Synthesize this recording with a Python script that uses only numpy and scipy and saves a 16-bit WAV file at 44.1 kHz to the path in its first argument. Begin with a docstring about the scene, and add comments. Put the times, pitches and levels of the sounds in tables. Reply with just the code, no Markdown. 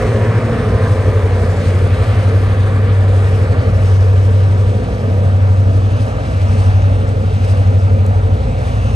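"""Freight train on a steel bridge some way off: locomotives right, wagons ahead, a pair of microphones.
From the start one engine throttles down, its whines sinking, amid shaped noise for roar, rumble and wheels.
Its crank-locked sines then settle near the other engine's speed; the drone throbs, swells and dips.
Roar slides to duller spectra and greater left lag as the locomotives pull away; wheels hiss and clatter on.
Past eight seconds a small hard tick and its bounce ring a few short bright modes."""
import sys
import numpy as np
from scipy import signal
from scipy.fft import rfft, irfft, next_fast_len
from scipy.io import wavfile
from scipy.ndimage import map_coordinates

SR = 44100
rng = np.random.default_rng(int(sys.argv[2]) if len(sys.argv) > 2 else 0)


def inscribe(sig):
    """Save sig as 16-bit PCM at rate SR to the path in sys.argv[1].

    A 1-D sig is mono; a 2-D sig holds one channel per row.
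    Samples are clipped to [-1, 1] before scaling.
    """
    pcm = np.round(np.clip(np.atleast_2d(sig).T, -1, 1) * 32767)
    wavfile.write(sys.argv[1], SR, pcm.astype(np.int16))


N = 394694

# Levels stand ahead of the recorder's gain; spectra give shape only, their noise is scaled to rms 1.
# throttled engine, its governor hunting before it settles: t/s, f/Hz (crank turns)
CRANK_SPEED = [(0, 13.81), (.4, 13.5), (1, 12.13), (1.4, 11.62), (1.6, 11.56), (1.8, 11.68), (2.2, 12.07),
               (2.6, 12.27), (2.8, 12.27), (3.6, 11.85), (4, 11.98), (4.4, 12.05), (4.6, 12.05),
               (5.2, 12.025), (8.95, 12.016)]
# where in the crank turn the drone throbs loudest: t/s, lateness/rad, further lateness of order 9/rad
THROB_PHASE = [(0, 3, .7), (.3, -0.5, .7), (1, 0.6, .6), (1.5, 0.4, .8), (2.1, -0.05, .8), (2.45, 1.6, 1.2),
               (2.6, 2, 1), (3.1, 1.5, 1.6), (3.4, 0, 2.1), (3.6, 0.75, .5), (3.75, 1.7, -1.4),
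               (3.9, 1.6, -1.4), (4.05, .6, -1), (4.5, 0.5, -.7), (4.8, -2, 1), (5.0, 2.1, .6),
               (5.25, 2.5, -.7), (5.4, 1.5, .7), (5.9, 0.5, 1.9), (6.3, 3, 0), (6.6, 1.5, .5),
               (7, 1.5, 1.1), (8.1, 1.8, .7), (8.35, 0.9, 0), (8.8, 0.1, 2.3), (8.95, 2.5, 1.3)]
# moments when the engines fire out of step and the drone dips: t/s, weaker over stronger/0-1 (held to .98)
OUT_OF_STEP = [(0.03, 0.31), (0.55, 1), (1.0, 0.03), (1.45, 0.03), (2.1, 0.4), (2.62, 0.05), (3.6, 0.51),
               (4.92, 0.9), (6.2, 1), (7.21, 0.33), (8.5, 0.34), (9.0, 0.7)]
# firing order with the engines in step: t/s, level/dB
FIRING_LEVEL = [(0, -14), (0.8, -16), (1.75, -13), (2.4, -11.5), (3.3, -10.5), (3.8, -5.5), (4.2, -10),
                (4.6, -9), (5.1, -7.5), (5.6, -10.5), (6.4, -10), (6.7, -10), (7.9, -11), (8.3, -11.5),
                (8.6, -21), (8.95, -19)]
# neighbouring orders: t/s, order 7/rms, order 9/rms (below zero it opposes the throb)
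SIDE_ORDERS = [(0, .09, .04), (.55, .045, .055), (.9, .09, .09), (1.2, .07, .1), (1.4, .03, .04),
               (1.55, .05, .07), (1.75, .043, .055), (2.08, .065, .185), (2.3, .085, .095),
               (2.55, .028, -.04), (3.0, .03, -.045), (3.45, .07, .11), (3.63, .082, .125),
               (3.85, .06, .05), (4.15, .055, -.05), (4.82, .025, -.11), (5.0, .04, -.07),
               (5.25, .06, -.03), (5.38, .07, .035), (6.0, .01, .13), (6.25, .02, .045), (6.38, .085, .015),
               (6.65, .085, .075), (7.1, .022, .028), (7.62, .093, .096), (8.22, .068, .028),
               (8.95, .028, .115)]
# weak orders of the throttled engine: multiple of crank rate, mean level/dB
WEAK_ORDERS = [(5, -33), (6, -36), (10, -35), (11, -37), (18, -42)]
# second engine, steady: multiple of crank rate, level/dB relative to the next table
SECOND_ORDERS = [(8, -4), (9, -6), (10, -3), (19, 0)]
# second engine: t/s, level/dB
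SECOND_LEVEL = [(0, -31), (.6, -26), (.9, -39), (1.6, -36.5), (2.1, -42.5), (8.95, -48.5)]
SECOND_CRANK_HZ = 12.0
# whines running down with the throttle: t/s, turbocharger f/Hz, level/dB, gear f/Hz, level/dB
# (both levels before WHINE_TRIM_DB)
WHINE_GLIDES = [(0, 1120, -41, 990, -40), (.12, 1105, -38, 980, -39), (.35, 1072, -39, 960, -41),
                (.52, 1052, -41, 935, -45), (.62, 1040, -45, 915, -50), (.8, 1028, -37, 900, -60),
                (.94, 1020, -40, 885, -70), (1.02, 1015, -47, 880, -70), (1.12, 1010, -39, 870, -70),
                (1.35, 995, -42, 850, -70), (1.5, 986, -55, 840, -70), (8.95, 976, -71, 798, -72)]
WHINE_TRIM_DB = -1.5
# thin hum: t/s, mean level/dB
HUM_LEVEL = [(0, -62), (1.3, -58), (1.75, -46), (2.05, -52), (2.4, -48), (2.65, -53), (2.95, -42),
             (3.2, -45), (3.45, -43), (3.7, -47), (4, -44), (4.6, -45), (5, -47), (5.3, -43), (6.1, -46),
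             (6.4, -55), (6.75, -49), (7.2, -56), (8, -50), (8.95, -55)]
GEAR_TEETH, HUM_LAG_S = 79.1, .08  # hum's multiple of crank rate; it trails the crank's changes of speed
# locomotive noise: t/s, rumble level/dB, roar level/dB, bright roar level/dB
ROAR_LEVELS = [(0, -18.5, -20, -27.5), (.3, -28, -21, -29), (.8, -20.5, -21.5, -29.5),
               (1.3, -21.5, -21.5, -31.5), (1.8, -20.5, -21.5, -31.5), (2.2, -27.5, -21, -30),
               (2.6, -21.5, -23.5, -31.5), (3, -26, -24, -32), (3.4, -25, -23, -31), (4.2, -27, -24, -33),
               (4.9, -27, -23.5, -35.5), (5.6, -28, -24, -33), (6.2, -24, -25, -33),
               (6.7, -21.5, -24.5, -31.5), (7.2, -23.5, -25.5, -34), (7.75, -30, -24, -34),
               (8.4, -20, -25, -34.5), (8.95, -20.5, -23.5, -33)]
DIP_RUMBLE_DB, DIP_ROAR_DB = 4, 0.5  # the noise comes forward where the drone dips
# retreat to the right: t/s, left microphone lag of bright roar/ms, distance/0-1
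RETREAT = [(0, 0.054, 0.3), (1, 0.073, 0.44), (2, 0.12, 0.42), (3, 0.14, 0.48), (4, 0.2, 0.5),
           (5, 0.2, 0.6), (6, 0.26, 0.8), (8.95, 0.29, 0.86)]
BASS_LAG_FACTOR = 1.55  # low sound lags by this much more
# bridge rumble: f/Hz, level/dB per Hz
RUMBLE_SPECTRUM = [(12, -55.5), (22, -20), (30, -17), (42, -5), (58, 8), (72, -0.5), (95, 4), (125, -4),
                   (160, -7.5), (220, -48.5), (400, -120)]
# low roar, one table near and one far: f/Hz, level/dB per Hz
LOW_ROAR_SPECTRA = [(79, -36.5), (135, -9), (162, 2.5), (193, -6), (221, -4.5), (253, -8), (316, -9.5),
                    (451, 5.5), (542, -1), (586, -7.5), (715, -11), (845, -41.5), (900, -10.5), (1170, -51),
                    (1980, -120)], [(79, -42), (135, -9.5), (221, -2), (285, -7), (318, -16), (356, -17.5),
                    (391, -24), (434, -5), (462, -9.5), (533, -5.5), (660, -11.5), (774, -13), (900, -28.5),
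                    (1170, -55), (1980, -120)]
# bright roar, one table near and one far: f/Hz, level/dB per Hz
BRIGHT_ROAR_SPECTRA = [(460, -25), (780, -11.5), (854, -20), (994, -8.5), (1170, 0), (1300, -5),
                       (1430, -10), (1560, -6), (1680, -5.5), (1800, -5), (2100, -9), (2300, -10),
                       (2560, -15), (3000, -30), (3900, -48), (6600, -120)], [(460, -30.5), (780, -4.5),
                       (896, -9), (980, -8), (1060, -14), (1210, -8.5), (1790, -14.5), (2200, -29),
                       (2860, -43), (4840, -120)]
# wagons, steady part: t/s, rail noise level/dB, wheel hiss level/dB
WAGON_LEVELS = [(0, -40, -47.5), (1.3, -40.5, -49), (2.2, -38, -48), (2.9, -41, -51), (4.2, -41.5, -47),
                (5, -44, -50), (5.8, -43.5, -50), (6.5, -41.5, -48), (7.2, -44, -51.5), (8.3, -44, -52),
                (8.95, -43, -49.5)]
# bursts of wheel clatter: centre t/s, spread/s, rail rise/dB, hiss rise/dB
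CLATTER_BURSTS = [(0.034, 0.097, 1.5, 3.5), (0.573, .04, 1.5, 0), (0.91, 0.046, 0, 2), (1.476, 0.063, 0, 2),
                  (1.65, 0.033, 4, 3), (2.04, 0.071, 2.5, 0), (2.37, 0.023, 0, -0.5), (2.903, .02, 3.5, -1),
                  (3.195, 0.063, 2, 3.5), (3.365, 0.051, 1.5, 3.5), (3.862, 0.059, 1, 3),
                  (4.698, 0.037, 1, 1.5), (6.036, 0.04, 0.5, 3), (6.243, 0.0106, 0, 0),
                  (6.422, 0.0059, 2.5, 3), (6.622, 0.084, 1.5, 3.5), (7.09, 0.012, 0, 3.5),
                  (7.447, 0.0059, 4, 4), (7.496, 0.17, 2, 4), (7.498, 0.026, 1, 5.5), (7.8, .01, -3, 2.5),
                  (8.666, 0.047, 2, 3.5)]
# rail noise: f/Hz, level/dB per Hz
RAIL_SPECTRUM = [(1060, -17), (1800, -2.5), (2320, 1), (2600, -1.5), (3040, -1.5), (3460, -4), (4140, -6.5),
                 (4850, -12.5), (5500, -29), (7150, -52.5), (12100, -120)]
# wheel hiss: f/Hz, level/dB per Hz
HISS_SPECTRUM = [(2000, -100), (3800, -5.5), (4800, 1.5), (5600, 1.5), (6300, -1.5), (7150, -3.5),
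                 (8300, -1), (9300, -1), (9900, 1), (10500, -0.5), (11000, -4), (11500, -7.5),
                 (12100, -19.5)]
# hiss above 7 kHz lifts, sinks, and partly returns: t/s, change of level/dB
HIGH_HISS_CHANGE = [(0, -2.5), (1, 1), (2.2, 1.5), (3.4, -2), (4.2, -4), (6, -3.5), (6.7, -4.5),
                    (8.95, -2.5)]
# flange rasp, coming and going: t/s, level/dB
RASP_LEVEL = [(0, -50), (3, -65), (3.9, -53), (4.7, -54), (5.5, -51), (5.8, -54), (5.97, -44), (6.12, -55),
              (6.25, -48), (6.42, -48), (6.6, -45), (6.85, -45), (7.1, -55), (7.3, -49), (7.55, -47),
              (7.75, -51), (8.3, -51), (8.5, -50), (8.65, -49), (8.75, -46), (8.87, -41), (8.95, -43)]
# flange rasp: f/Hz, level/dB per Hz
RASP_SPECTRUM = [(1000, -120), (1900, -36.5), (2350, -18), (2600, -1.5), (2820, -5), (3200, -15),
                 (3700, -11), (4300, -19), (5200, -21), (6100, -16), (6800, -19), (7500, -38.5),
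                 (11000, -120)]
# sound from ahead: f/Hz, left-right likeness/0-1
AHEAD_LIKENESS = [(2000, .8), (2600, .75), (4100, .85), (4600, .65), (5100, .3), (5700, .65), (6400, .85),
                  (7150, .35), (7700, .72), (8300, .99), (8800, .99), (9100, .78), (9700, .8), (10000, 1),
                  (10550, 1), (10850, .5), (11300, .5), (11600, 1)]
# sound from ahead: f/Hz, left channel's phase lead/rad
AHEAD_PHASE_LEAD = [(1800, -.3), (2500, .5), (3000, 1.1), (4300, .5), (4900, .5), (5350, 1.4), (6800, 0),
                    (7050, 0), (7450, 1), (8400, 0), (8900, 0), (9300, -1.4), (9900, -3.14), (10550, -3.14),
                    (11000, -4.2), (11500, -6.28)]
# small hard tick and its bounce: t/s, strength of the exciting click/dB
TICK_CLICKS = [(8.064, -28.5), (8.0672, -40)]
# ringing of the tick: f/Hz, relative level/dB, 60 dB decay/s
TICK_RINGS = [(6500, -3, .006), (7500, 0, .008), (8400, -2, .007), (9300, -4, .006), (11300, -5, .006)]
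# microphone pair: f/Hz, left minus right level/dB
MICROPHONE_BALANCE = [(30, .3), (60, .5), (110, .5), (190, -0.5), (350, 0.9), (620, -2), (1110, -1.5),
                      (1700, 0), (2300, 2.5), (2900, 1), (3900, 0.5), (5050, 5), (6300, 0.7), (7200, 4),
                      (8400, 0), (11500, 0.5)]
TOP_STOP_HZ = 12387.9  # the recorder has cut 70 dB from here up


def from_db(db):
    """Gain of a level in dB."""
    return 10 ** (np.asarray(db) / 20)


def in_time(rows):
    """Columns of a table after t/s, one value per sample."""
    s, *columns = np.transpose(rows)
    return [np.interp(np.arange(N) / SR, s, column) for column in columns]


def rms_one(x):
    """Scaled to rms 1."""
    return x / np.sqrt(np.mean(x ** 2) + 1e-20)


def drift(rate_hz):
    """Slow chance of spread 1: noise through two equal poles, drawn every 40 samples."""
    pole = np.exp(-80 * np.pi * rate_hz / SR)
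    noise = rng.standard_normal(N // 40 + 2002)
    slow = signal.lfilter([1], [1, -2 * pole, pole * pole], noise)[2000:]
    return np.interp(np.arange(N) / 40, np.arange(len(slow)), rms_one(slow - slow.mean()))


def filtered(x, response):
    """x through a response given as a function of Hz."""
    size = next_fast_len(N)
    hz = np.maximum(np.arange(size // 2 + 1), 1) * SR / size
    return irfft(rfft(x, size) * response(hz), size)[..., :N]


def at_hz(points, hz):
    """A spectrum table read on a log frequency axis."""
    table_hz, values = np.transpose(points)
    return np.interp(np.log(hz), np.log(table_hz), values)


def coloured(x, spectrum):
    """x shaped to a spectrum; rms 1."""
    return rms_one(filtered(x, lambda hz: from_db(at_hz(spectrum, hz))))


def late_left(pair, lag_ms, order):
    """A source on the right reaches the left microphone later."""
    at = np.arange(N) - lag_ms * SR / 1000
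    left = map_coordinates(pair[0], [at], order=order, mode="nearest")
    return np.array([left, pair[1]])


def noise_pair(alike, grit_db=0., grit_share=0.):
    """Two partly alike noises, likeness one value or a table by Hz; a share of samples are uneven knocks."""
    table = alike if np.ndim(alike) else [(1, alike)]
    height_db = grit_db * np.minimum(rng.exponential(1, N), 4)
    knocks = (rng.random(N) < grit_share) * from_db(height_db)
    noise = rng.standard_normal((2, N)) * (1 + knocks)
    sign = np.array([[1], [-1]])
    mid, side = filtered(noise, lambda hz: np.sqrt(1 + np.clip(at_hz(table, hz), 0, 1) * sign))
    return mid + side * sign


def patchy(pair, depth_db, patch_s, patch_hz):
    """Random patches of time and pitch come forward and recede, as many rolling parts take turns."""
    hz, s, z = signal.stft(pair, SR, nperseg=1024)
    grid = rng.standard_normal((200, 400))
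    where = np.meshgrid(hz / patch_hz, s / patch_s, indexing="ij")
    patches = map_coordinates(grid, where, order=1, mode="wrap")
    gain = rms_one(from_db(depth_db * patches))
    return signal.istft(z * gain, SR, nperseg=1024)[1][:, :N]


def tone(turns, db, waver):
    """A sine of given rms level whose phase wanders by waver radians."""
    phase = 2 * np.pi * (turns + rng.random()) + waver * drift(0.84)
    return np.sqrt(2) * from_db(db) * np.sin(phase)


def beat():
    """Two firing tones summed, one cycle of slip from dip to dip; 1 when in step."""
    slip, share = in_time([(s, k, share) for k, (s, share) in enumerate(OUT_OF_STEP)])
    share = np.clip(share, 0, .98)
    return np.abs(1 - share * np.exp(2j * np.pi * slip)) / (1 + share)


def throbbing_drone(crank, in_step):
    """Firing order 8 beats once a crank turn against its neighbours, orders 7 and 9."""
    firing_db, = in_time(FIRING_LEVEL)
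    below, above = in_time(SIDE_ORDERS)
    late, skew = in_time(THROB_PHASE)
    angle = 2 * np.pi * crank
    firing = in_step * from_db(firing_db) * np.cos(8 * angle)
    sides = below * np.cos(7 * angle + late) + above * np.cos(9 * angle - late - skew)
    return np.sqrt(2) * (firing + sides)


def second_engine():
    """Sines at multiples of a steady crank rate."""
    crank = SECOND_CRANK_HZ * np.arange(N) / SR
    level_db, = in_time(SECOND_LEVEL)
    return sum(tone(k * crank, db + level_db, waver=1.0) for k, db in SECOND_ORDERS)


def whines():
    """Turbocharger and gear sines glide down with the throttle."""
    turbo_hz, turbo_db, gear_hz, gear_db = in_time(WHINE_GLIDES)
    return sum(tone(np.cumsum(hz) / SR, db + WHINE_TRIM_DB + 2.2 * drift(5), waver=1.1)
               for hz, db in ((turbo_hz, turbo_db), (gear_hz, gear_db)))


def gear_hum(crank):
    """A thin hum follows the crank at a fixed multiple, a little late."""
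    late_crank = np.interp(np.arange(N) - HUM_LAG_S * SR, np.arange(N), crank)
    level_db, = in_time(HUM_LEVEL)
    return tone(GEAR_TEETH * late_crank, level_db + 1.2 * drift(4), waver=.6)


def engines(crank, in_step):
    """Uneven cylinders sound multiples of the crank rate, joined by whines and hum."""
    out = throbbing_drone(crank, in_step)
    out += sum(tone(k * crank, db + 3 * drift(3.1), waver=1.04) for k, db in WEAK_ORDERS)
    return out + second_engine() + whines() + gear_hum(crank)


def receding(alike, spectra, distance):
    """Noise whose colour slides from the near to the far spectrum."""
    noise, far = noise_pair(alike), np.clip(distance, 0, 1)
    return (1 - far) * coloured(noise, spectra[0]) + far * coloured(noise, spectra[1])


def roar(lag_ms, distance, dip):
    """Exhaust and fan noise from the locomotives, and the bridge's rumble; low and bright parts."""
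    rumble_db, roar_db, bright_db = in_time(ROAR_LEVELS)
    rumble = from_db(rumble_db + DIP_RUMBLE_DB * dip) * coloured(noise_pair(0.98), RUMBLE_SPECTRUM)
    low_gain = from_db(roar_db + DIP_ROAR_DB * dip + 0.45 * drift(9.6))
    low_noise = receding(0.94, LOW_ROAR_SPECTRA, distance)
    low = rumble + low_gain * patchy(low_noise, depth_db=2.0, patch_s=.15, patch_hz=71.6)
    bright_gain = from_db(bright_db + 0.89 * drift(8))
    bright_noise = receding(0.85, BRIGHT_ROAR_SPECTRA, distance)
    bright = bright_gain * patchy(bright_noise, depth_db=1.3, patch_s=.3, patch_hz=59.7)
    return low, late_left(bright, lag_ms, order=3)


def clatter():
    """Bell-shaped changes of rail noise and hiss, in dB."""
    t = np.arange(N) / SR
    return sum(np.exp(-.5 * ((t - s) / spread) ** 2) * np.array([[rail_db], [hiss_db]])
               for s, spread, rail_db, hiss_db in CLATTER_BURSTS)


def wheel_hiss(level_db):
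    """Gritty noise, its part above 7 kHz changing level on its own."""
    noise = noise_pair(AHEAD_LIKENESS, grit_db=2.7, grit_share=.01)
    hiss = from_db(level_db + 0.88 * drift(28)) * coloured(noise, HISS_SPECTRUM)
    low = signal.sosfilt(signal.butter(4, 7000, fs=SR, output="sos"), hiss)
    high = signal.sosfilt(signal.butter(4, 7000, "high", fs=SR, output="sos"), hiss)
    return low + from_db(in_time(HIGH_HISS_CHANGE)[0]) * high


def flange_rasp(rail_rise_db):
    """Knock-laden ringing noise that shares the clatter of the rails."""
    noise = noise_pair(AHEAD_LIKENESS, grit_db=4.5, grit_share=0.0095)
    return from_db(in_time(RASP_LEVEL)[0] + 0.76 * rail_rise_db) * coloured(noise, RASP_SPECTRUM)


def wagons(crank):
    """Gritty wheel noise that flutters with loose parts and the engine's shake."""
    rises_db = clatter()
    rail_db, hiss_db = in_time(WAGON_LEVELS) + rises_db
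    rail_noise = noise_pair(AHEAD_LIKENESS, grit_db=4.0, grit_share=0.0056)
    rails = from_db(rail_db + .5 * drift(24)) * coloured(rail_noise, RAIL_SPECTRUM)
    rolling = patchy(rails + wheel_hiss(hiss_db), depth_db=1.5, patch_s=.12, patch_hz=506)
    shake_db = .7 * np.sin(2 * np.pi * crank)  # once a crank turn
    left, right = flange_rasp(rises_db[0]) + from_db(shake_db + 0.19 * drift(18)) * rolling
    # left and right differ in phase by pitch, opposed near 10 kHz
    left = filtered(left, lambda hz: np.exp(1j * at_hz(AHEAD_PHASE_LEAD, hz)))
    return np.array([left, right])


def ticks():
    """A hard click rings a few short bright modes, alike in both channels."""
    clicks = np.zeros(N) + 1e-18  # never quite zero
    for s, db in TICK_CLICKS:
        clicks[round(s * SR)] = from_db(db)
    out = 0
    for hz, db, t60 in TICK_RINGS:
        pole, w = from_db(-60 / (t60 * SR)), 2 * np.pi * hz / SR
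        strike = [0, .5 * from_db(db) * np.sin(w)]
        out = out + signal.lfilter(strike, [1, -2 * pole * np.cos(w), pole * pole], clicks)
    return out


def scene():
    """Locomotives off to the right, wagons ahead."""
    crank = np.cumsum(in_time(CRANK_SPEED)[0]) / SR  # turns
    lag_ms, distance = in_time(RETREAT)
    in_step = beat()
    low, bright = roar(lag_ms, distance, 1 - in_step)
    low += engines(crank, in_step)
    # long waves bend round the recorder's body and lag more
    low = late_left(low, BASS_LAG_FACTOR * lag_ms, order=1)
    return low + bright + wagons(crank) + ticks()


def record(dry):
    """The microphones differ in colour, peaks are rounded, the top is cut."""
    pair = filtered(dry, lambda hz: from_db(at_hz(MICROPHONE_BALANCE, hz) * [[.5], [-.5]]))
    steep = signal.cheby2(20, 70, TOP_STOP_HZ, fs=SR, output="sos")
    return signal.sosfilt(steep, 1.648 * np.tanh(pair / 1.452))


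dry = scene()
out = record(dry)
inscribe(out)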